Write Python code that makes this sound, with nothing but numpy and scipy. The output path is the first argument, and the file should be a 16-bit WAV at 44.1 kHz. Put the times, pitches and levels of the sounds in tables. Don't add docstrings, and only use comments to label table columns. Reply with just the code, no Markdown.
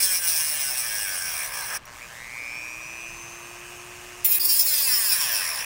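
import sys
import numpy as np
from scipy import signal
from scipy.io import wavfile
from scipy.ndimage import uniform_filter1d

SR = 44100
rng = np.random.default_rng(int(sys.argv[2]) if len(sys.argv) > 2 else 0)


def linear_from_db(decibels):
    return 10 ** (np.asarray(decibels, float) / 20)


def unload_wav(signal):
    wavfile.write(
        sys.argv[1],
        SR,
        np.round(np.clip(np.atleast_2d(signal).T, -1, 1) * 32767).astype(np.int16),
    )


N = 249160
FULL_HZ = 362


def evened(x):
    return x / np.sqrt(np.mean(x ** 2) + 1e-20)


def smooth_noise(count, length):
    return evened(uniform_filter1d(rng.standard_normal(count), length))


def read(points, hz):
    f, value = np.transpose(points)
    return np.interp(np.log(hz + 1), np.log(f + 1), value)


def columns(rows, t):
    s, *rest = np.transpose(rows)
    return [np.interp(t, s, c) for c in rest]


def coloured(x, gain):
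    log_gain = np.log(gain(abs(np.fft.fftfreq(8192, 1 / SR))) + 1e-5)
    spectrum = np.exp(np.conj(signal.hilbert(log_gain)))
    taps = np.fft.ifft(spectrum).real[:4096]
    return signal.oaconvolve(x, taps)[:len(x)]


def above(x, hz):
    sos = signal.butter(4, hz, "high", fs=SR, output="sos")
    return signal.sosfiltfilt(sos, x, padlen=0)


def patchy(x, patchy_db, flicker_db, frames=5, bins=5):
    z = signal.stft(x, nperseg=512, noverlap=384)[2]
    patches = rng.standard_normal(z.shape[::-1]).T
    patches = uniform_filter1d(patches, int(bins), 0)
    patches = evened(uniform_filter1d(patches, int(frames), 1))
    flicker = smooth_noise(z.shape[1], 5)
    z = z * linear_from_db(patchy_db * patches + flicker_db * flicker)
    return signal.istft(z, nperseg=512, noverlap=384)[1][:len(x)]


def resonate(x, hz, width):
    turn = np.exp(2j * np.pi * np.cumsum(hz) / SR)
    r = np.exp(-np.pi * width / SR)
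    return 2 * (turn * signal.lfilter([1 - r], [1, -r], x / turn)).real


# t/s, speed/(turns per s)
BOGGING = [(0, 198), (.1, 188), (.368, 158), (.6, 144), (.81, 120.4), (1.08, 96.5), (1.3, 84), (1.78, 39),
           (1.8, 6.1)]
# t/s, speed/(turns per s)
BITING = [(4.26, 358), (4.386, 351.7), (4.514, 344.8), (4.678, 315.7), (5.034, 219.2), (5.132, 188.8),
          (5.272, 124.9), (5.4, 94.15), (5.65, 49.78)]
# t/s, speed/(turns per s), time constant/s
SPIN_UP = [(2.47, 70.6, .552), (2.11, 27, .11)]


def shaft(t):
    missing = sum(hz * np.exp((s - t) / tau) for s, hz, tau in SPIN_UP)
    free = np.maximum(FULL_HZ - missing, 5)
    rocking = np.cos(2 * np.pi * (t - .775) / .088) * np.exp(-((t - .82) / .36) ** 4)
    cutting = columns(BOGGING + BITING, t)[0] + 3.2 * rocking
    return np.where((t > BOGGING[-1][0]) & (t < BITING[0][0]), free, cutting)


# t/s, jolt level/dB, fade/s
CATCHES = [(.025, 5, .04), (.12, 0.5, .03), (.2763, 4, 0.039), (0.3585, 4, 0.049), (.598, 4, .035),
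           (.772, 5, .04), (0.8494, 0.5, 0.04), (0.9553, 3, .026), (1.105, 0, 0.034), (1.2017, -2.5, .026),
           (1.5364, 2, .03), (1.7054, -1, 0.029), (1.738, 3, .03), (4.2476, 5, 0.03), (4.3137, 5, .03),
           (4.345, 2.5, 0.019), (4.401, 7, .02), (4.4471, 5, 0.024), (4.49, 5.5, .07), (4.594, 8, .03),
           (4.675, 1.5, 0.031), (4.7383, 3.5, 0.025), (4.7748, 2, 0.035), (4.8732, 6.5, 0.025),
           (5.1196, 4.5, 0.037), (5.206, 4.5, .035), (5.3493, 3, 0.025), (5.5557, 1, 0.028)]
# t/s, level/dB, half length/s
LIFTS = [(.09, -3.5, .025), (.206, -6.5, .025), (0.761, -1.5, .02), (0.9, -0.5, 0.018), (1.506, -7, .028),
         (1.598, 1, .02), (4.289, -2, 0.011), (4.47, -2, .012), (4.643, -5.5, 0.013), (5.176, -0.5, 0.021),
         (5.272, -2, .02), (5.526, -2, .025)]


def chatter(t, rise_s=.003):
    since = [(np.maximum(t - s + rise_s, 0), db, fade) for s, db, fade in CATCHES]
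    jolts = sum(db * (1 - np.exp(-u / rise_s)) * np.exp(-u / fade) for u, db, fade in since)
    return jolts + sum(db * np.exp(-((t - s) / half) ** 2) for s, db, half in LIFTS)


def grit(t, hz, turns, memory, tearing, wobble):
    grains = 300
    turns = turns + .004 * smooth_noise(len(t), 900)
    count = int(turns[-1] - turns[0]) + 2
    angle = np.sort(rng.random(grains))
    keep = np.clip(memory, 0, .995)
    fresh_sizes = rng.standard_normal((count + 60, grains))
    size = signal.lfilter([np.sqrt(1 - keep ** 2)], [1, -keep], fresh_sizes, axis=0)[60:]
    strike_turns = np.floor(turns[0]) + np.arange(count)[:, None] + angle
    at = np.interp(strike_turns, turns, np.arange(len(t)), -99, -99).ravel()
    size, at = size.ravel()[at >= 0], at[at >= 0]
    strikes = np.zeros(len(t) + 16)
    for k in range(-7, 9):
        off = k - at % 1
        pulse = size * np.sinc(off) * np.cos(np.pi * off / 16) ** 2
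        strikes += np.bincount(at.astype(int) + k + 7, pulse, len(strikes))
    steady = strikes[7:len(t) + 7] / np.sqrt(hz * grains / SR)
    fresh = rng.standard_normal(len(t))
    shares = [np.clip(share * 100 / hz, 0, 1) for share in tearing]
    low, high = (np.sqrt(1 - share) * steady + np.sqrt(share) * fresh for share in shares)
    scrape = low + above(high - low, 3500)
    return scrape * np.exp(wobble * np.cos(2 * np.pi * turns) + 0.037 * np.cos(4 * np.pi * turns + 1))


# f/Hz, width/Hz, level/dB
RINGS = [
    [(980, 1300, -21), (1641, 273, -3.5), (2303, 500, -7), (2790, 230, -10.5), (3300, 170, -12),
     (4160, 95, -13.5), (4700, 200, -14.5), (5250, 360, -5.5), (5687, 135, -1.5), (6210, 450, -8.5),
     (8230, 440, -3.5), (8990, 210, -1.5), (9950, 710, -3), (11410, 520, -12), (12340, 300, -13),
     (14300, 460, -9), (15340, 890, -3)],
    [(587, 160, -31), (1054, 170, -5.5), (1680, 440, -4.5), (2060, 240, -12), (2560, 330, -6.5),
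     (3350, 570, -16), (6650, 260, -10), (7290, 510, -10), (8390, 210, -6.5), (9550, 190, -6.5),
     (10300, 960, -3), (11600, 650, -9), (13300, 780, -8), (13930, 370, 2.5), (14800, 660, 10.5),
     (15900, 700, 9)],
]
VALLEY_DB = [-16, -14.5]
# width/Hz, level/dB
CONTACT = [(500, 1), (900, 5)]
TEARING = [(.08, .8), (.15, .45)]
# f/Hz, level re bite/dB
SHAKE = [(300, -56), (400, -32.5), (640, -25), (700, -52)]
# t/s, bite level/dB
BITES = [
    [(0, -22.5), (.15, -24.5), (.4, -26.5), (.7, -29), (1.2, -31), (1.45, -31.5), (1.66, -35), (1.74, -33),
     (1.77, -32.5)],
    [(4.248, -27), (4.28, -32), (4.356, -28), (4.385, -33)],
    [(4.398, -33), (4.44, -27), (4.6, -24.5), (4.92, -23), (5.2, -24.5), (5.38, -28), (5.53, -31),
     (5.6, -32), (5.65, -38)],
]
# slot, shaft level/dB, clamp level/dB, rim level/dB, grip level/dB, contact f/Hz
TOUCHES = [
    (0, -18, -14, -0.5, -1, 5380),
    (1, -20, 3, 1, -12, 5630),
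    (1, -16, -12, -1, 1.5, 5270),
]
# shaft level/dB, clamp level/dB, rim level/dB, grip level/dB, contact f/Hz
PER_SAG = (8.5, 4.5, -2.5, 2, 150)
FOLLOW = (.5, 0.57, 0.84, 1.2)
SKIM_DB = (-6, -7, 7.5, 5.5)


def cut(rows, touch, hz, turns):
    slot, end = int(touch[0]), rows[-1][0]
    rings, valley_db, contact, tearing = RINGS[slot], VALLEY_DB[slot], CONTACT[slot], TEARING[slot]
    first = max(round((rows[0][0] - .004) * SR), 0)
    on = slice(first, min(round((end + .04) * SR), N))
    t, hz, turns = np.arange(N)[on] / SR, hz[on], turns[on]
    sag, after = (200 - hz) / 100, np.maximum(t - end, 0)
    *levels, contact_hz = (a + b * sag for a, b in zip(touch[1:], PER_SAG))
    skim, jolt_db = np.exp((hz - FULL_HZ) / 18), chatter(t)
    shaft_db, clamp_db, rim_db, grip_db = (
        db + s * skim + (f - 1) * jolt_db for db, s, f in zip(levels, SKIM_DB, FOLLOW))
    shaft_db = shaft_db + 3 * np.exp(np.minimum(45 - hz, 0) / 25)
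    contact_hz = contact_hz + 90 * smooth_noise(len(t), 1800)
    bite_db = columns(rows, t)[0] + jolt_db - 2200 * after

    wobble = .12 + .21 * np.minimum(hz / 180, 1)
    scrape = grit(t, hz, turns, memory=.94, tearing=tearing, wobble=wobble)
    scrape *= signal.windows.tukey(len(t), 300 / len(t))

    def modes(f):
        energy = sum(linear_from_db(2 * db) / (1 + (2 * (f - f0) / w) ** 4) for f0, w, db in rings)
        return np.sqrt(linear_from_db(2 * valley_db) + energy)

    moving = resonate(resonate(scrape, contact_hz, contact[0]), contact_hz, contact[0])
    rung = coloured(scrape, modes) + linear_from_db(contact[1] + grip_db - 9.0) * moving
    rung = above(patchy(rung, patchy_db=2.2, flicker_db=-0.03, frames=16, bins=6.7), 510.0)
    clamp, face, rim = (above(rung, f) for f in (1950, 3500, 11500))
    body = linear_from_db(shaft_db + 600 * after) * evened(rung - clamp)
    body += linear_from_db(clamp_db) * evened(clamp - face)
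    body += linear_from_db(read(SHAKE, 2 * hz)) * np.sin(4 * np.pi * turns)
    out = np.zeros(N)
    out[on] = linear_from_db(bite_db - 1.0) * (body + evened(face - rim) + linear_from_db(rim_db) * evened(rim))
    return out


# t/s, level/dB
WHINE = [(1.81, -51), (2.09, -47.5), (2.2, -46), (2.4, -38.5), (2.58, -38), (2.83, -42.5), (3.07, -41),
         (3.17, -47.5), (4.2, -53)]
# f/Hz, level/dB
HOUSING = [(500, -25.5), (1000, -10), (1500, -7), (2000, 2), (2450, 11), (2750, -6.5), (3000, -11.5),
           (3400, -21), (3800, -10), (4300, -17.5), (6000, -20.5)]
# multiple of shaft f, level/dB, share that pulses
ORDER_DB = [(0.997, -70.5, 1), (1.972, -56.5, 0.54), (3.02, -65, 0), (15.65, -64, 1), (25.2, -60, 0.4),
            (35.6, -87.5, 0.1)]
# f/Hz, level/dB
WOBBLE = [(100, -62.5), (240, -68.5), (290, -64), (329, -58.5), (340, -54), (359, -51)]
# f/Hz, level/dB
FAN = [(3000, -84), (3900, -70), (4950, -67), (5250, -51), (6250, -48), (6300, -55), (6460, -58)]
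# f/Hz, level per Hz/dB
HISS = [(150, -51), (450, -15), (1050, -2), (1600, -3), (2570, -4), (3300, -11), (4160, -15), (5200, -14.5),
        (7300, -21), (9000, -24), (10500, -31), (11000, -25.5), (11500, -30.5), (16000, -31.5)]
# f/Hz, level/dB
BUZZ = [(200, -54), (450, -10), (600, -1.5), (780, -18.5), (1050, 4), (1350, -6), (1650, 1.5), (2500, -6),
        (3200, -18), (5500, -11.5), (8000, -33)]


def motor(t, hz, turns):
    whine_db, = columns(WHINE, t)
    stalled = np.exp(-hz / 61) * np.where(t > 1.866, .4, 1)
    hiss_db, treble_db = -60 - 6.5 * stalled, -54.5 - 15 * stalled
    mains_turns = 119.83 * t - .05
    beat = np.cos(2 * np.pi * mains_turns)
    burst = evened(np.exp(3.3 * beat))
    rough = 1 + 0.034 * smooth_noise(N, 150)

    slot_turns = 8 * turns
    slots = np.sin(2 * np.pi * slot_turns) + 0.95 * np.sin(4 * np.pi * slot_turns)
    whine = coloured(burst * rough * slots, lambda f: linear_from_db(read(HOUSING, f)))
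    whine /= np.sqrt(uniform_filter1d(whine ** 2, 4000) + 1e-9)

    running = (hz / 360) ** 3.
    orders = sum(linear_from_db(db) * (1 - p + p * burst) * np.sin(2 * np.pi * (k * turns + k * k / 7))
                 for k, db, p in ORDER_DB)
    hum = linear_from_db(read(WOBBLE, hz)) * np.sin(2 * np.pi * turns)

    blades = 18
    drift = np.cumsum(4.03 * smooth_noise(N, 400)) / SR
    flutter_db = 2.0 * smooth_noise(N, 2500)
    fan = linear_from_db(read(FAN, blades * hz) + flutter_db) * np.sin(2 * np.pi * (blades * turns + drift))

    sparks = np.clip(0.3 * (1.25 - hz / 360), 0, 2)
    hiss = coloured(np.exp(sparks * beat) * rng.standard_normal(N), lambda f: linear_from_db(read(HISS, f)))
    hiss = patchy(hiss, patchy_db=1.64, flicker_db=0.2, frames=9.3)
    treble = above(hiss, 6000)
    hiss = linear_from_db(hiss_db + 14.5) * evened(hiss - treble) + linear_from_db(treble_db + 6.0) * evened(treble)

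    kicks = sum(np.cos(2 * np.pi * k * mains_turns) for k in range(1, 60))
    buzz = evened(coloured(kicks * rough ** 4.6, lambda f: linear_from_db(read(BUZZ, f))))
    since = np.maximum(t - 1.866, 0)
    live = (t < 1.79) + np.minimum(since / .004, 1) * linear_from_db(4 * np.exp(-since / .06))
    buzz *= linear_from_db(hiss_db + 2.5 + 9.9 * (1 - hz / 360)) * live
    whine *= linear_from_db(whine_db + 2.5) * live * np.clip((hz - 20) / 40, 0, 1)
    return whine + np.sqrt(2) * (running * rough * orders + hum + fan) + hiss + buzz


# f/Hz, level per Hz/dB
YARD = [(12, -15), (32, 5.5), (60, -3), (115, 2), (200, -6.5), (350, -9), (628, -7), (900, -9),
        (1640, -8.5), (2780, -36), (6290, -40), (16000, -44)]


def yard():
    air = coloured(rng.standard_normal(N), lambda f: linear_from_db(read(YARD, f)))
    return linear_from_db(-52) * evened(patchy(air, patchy_db=.6, flicker_db=.05, frames=60, bins=1))


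# t/s, peak level/dB, f/Hz, t60/s
CLICKS = [
    (1.8542, -41, 5700, 0.045),
    (2.555, -42, 2524, 0.015),
    (3.1278, -45, 2630, 0.015),
    (4.2474, -22, 10300, 0.014),
]


def clicks():
    out, t = np.zeros(N), np.arange(2000) / SR
    for s, db, hz, t60 in CLICKS:
        ring = np.sin(2 * np.pi * hz * t) + 0.61 * np.diff(rng.standard_normal(len(t) + 1))
        out[round(s * SR):][:len(t)] += linear_from_db(db - 60 * t / t60) * ring
    return out


# f/Hz, width/Hz, level/dB
NOTCHES = [(1416, 69, -15), (11460, 176, -15), (13200, 220, 6.5)]


def scene():
    t = np.arange(N) / SR
    hz = shaft(t)
    turns = np.cumsum(hz) / SR
    cuts = sum(cut(rows, touch, hz, turns) for rows, touch in zip(BITES, TOUCHES))
    tool = motor(t, hz, turns) + cuts

    def plank(f):
        return linear_from_db(sum(db / (1 + (2 * (f - f0) / w) ** 2) for f0, w, db in NOTCHES))

    return np.tile(coloured(tool + clicks(), plank) + yard(), (2, 1))


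def roll_off(x):
    return signal.sosfilt(signal.butter(12, 16970, fs=SR, output="sos"), x)


def record(dry):
    edge = signal.firwin(1023, 15800, window=("kaiser", 10), fs=SR)
    mix = signal.oaconvolve(dry, edge[None], "same")
    return roll_off(mix)


dry = scene()
out = record(dry)
unload_wav(out)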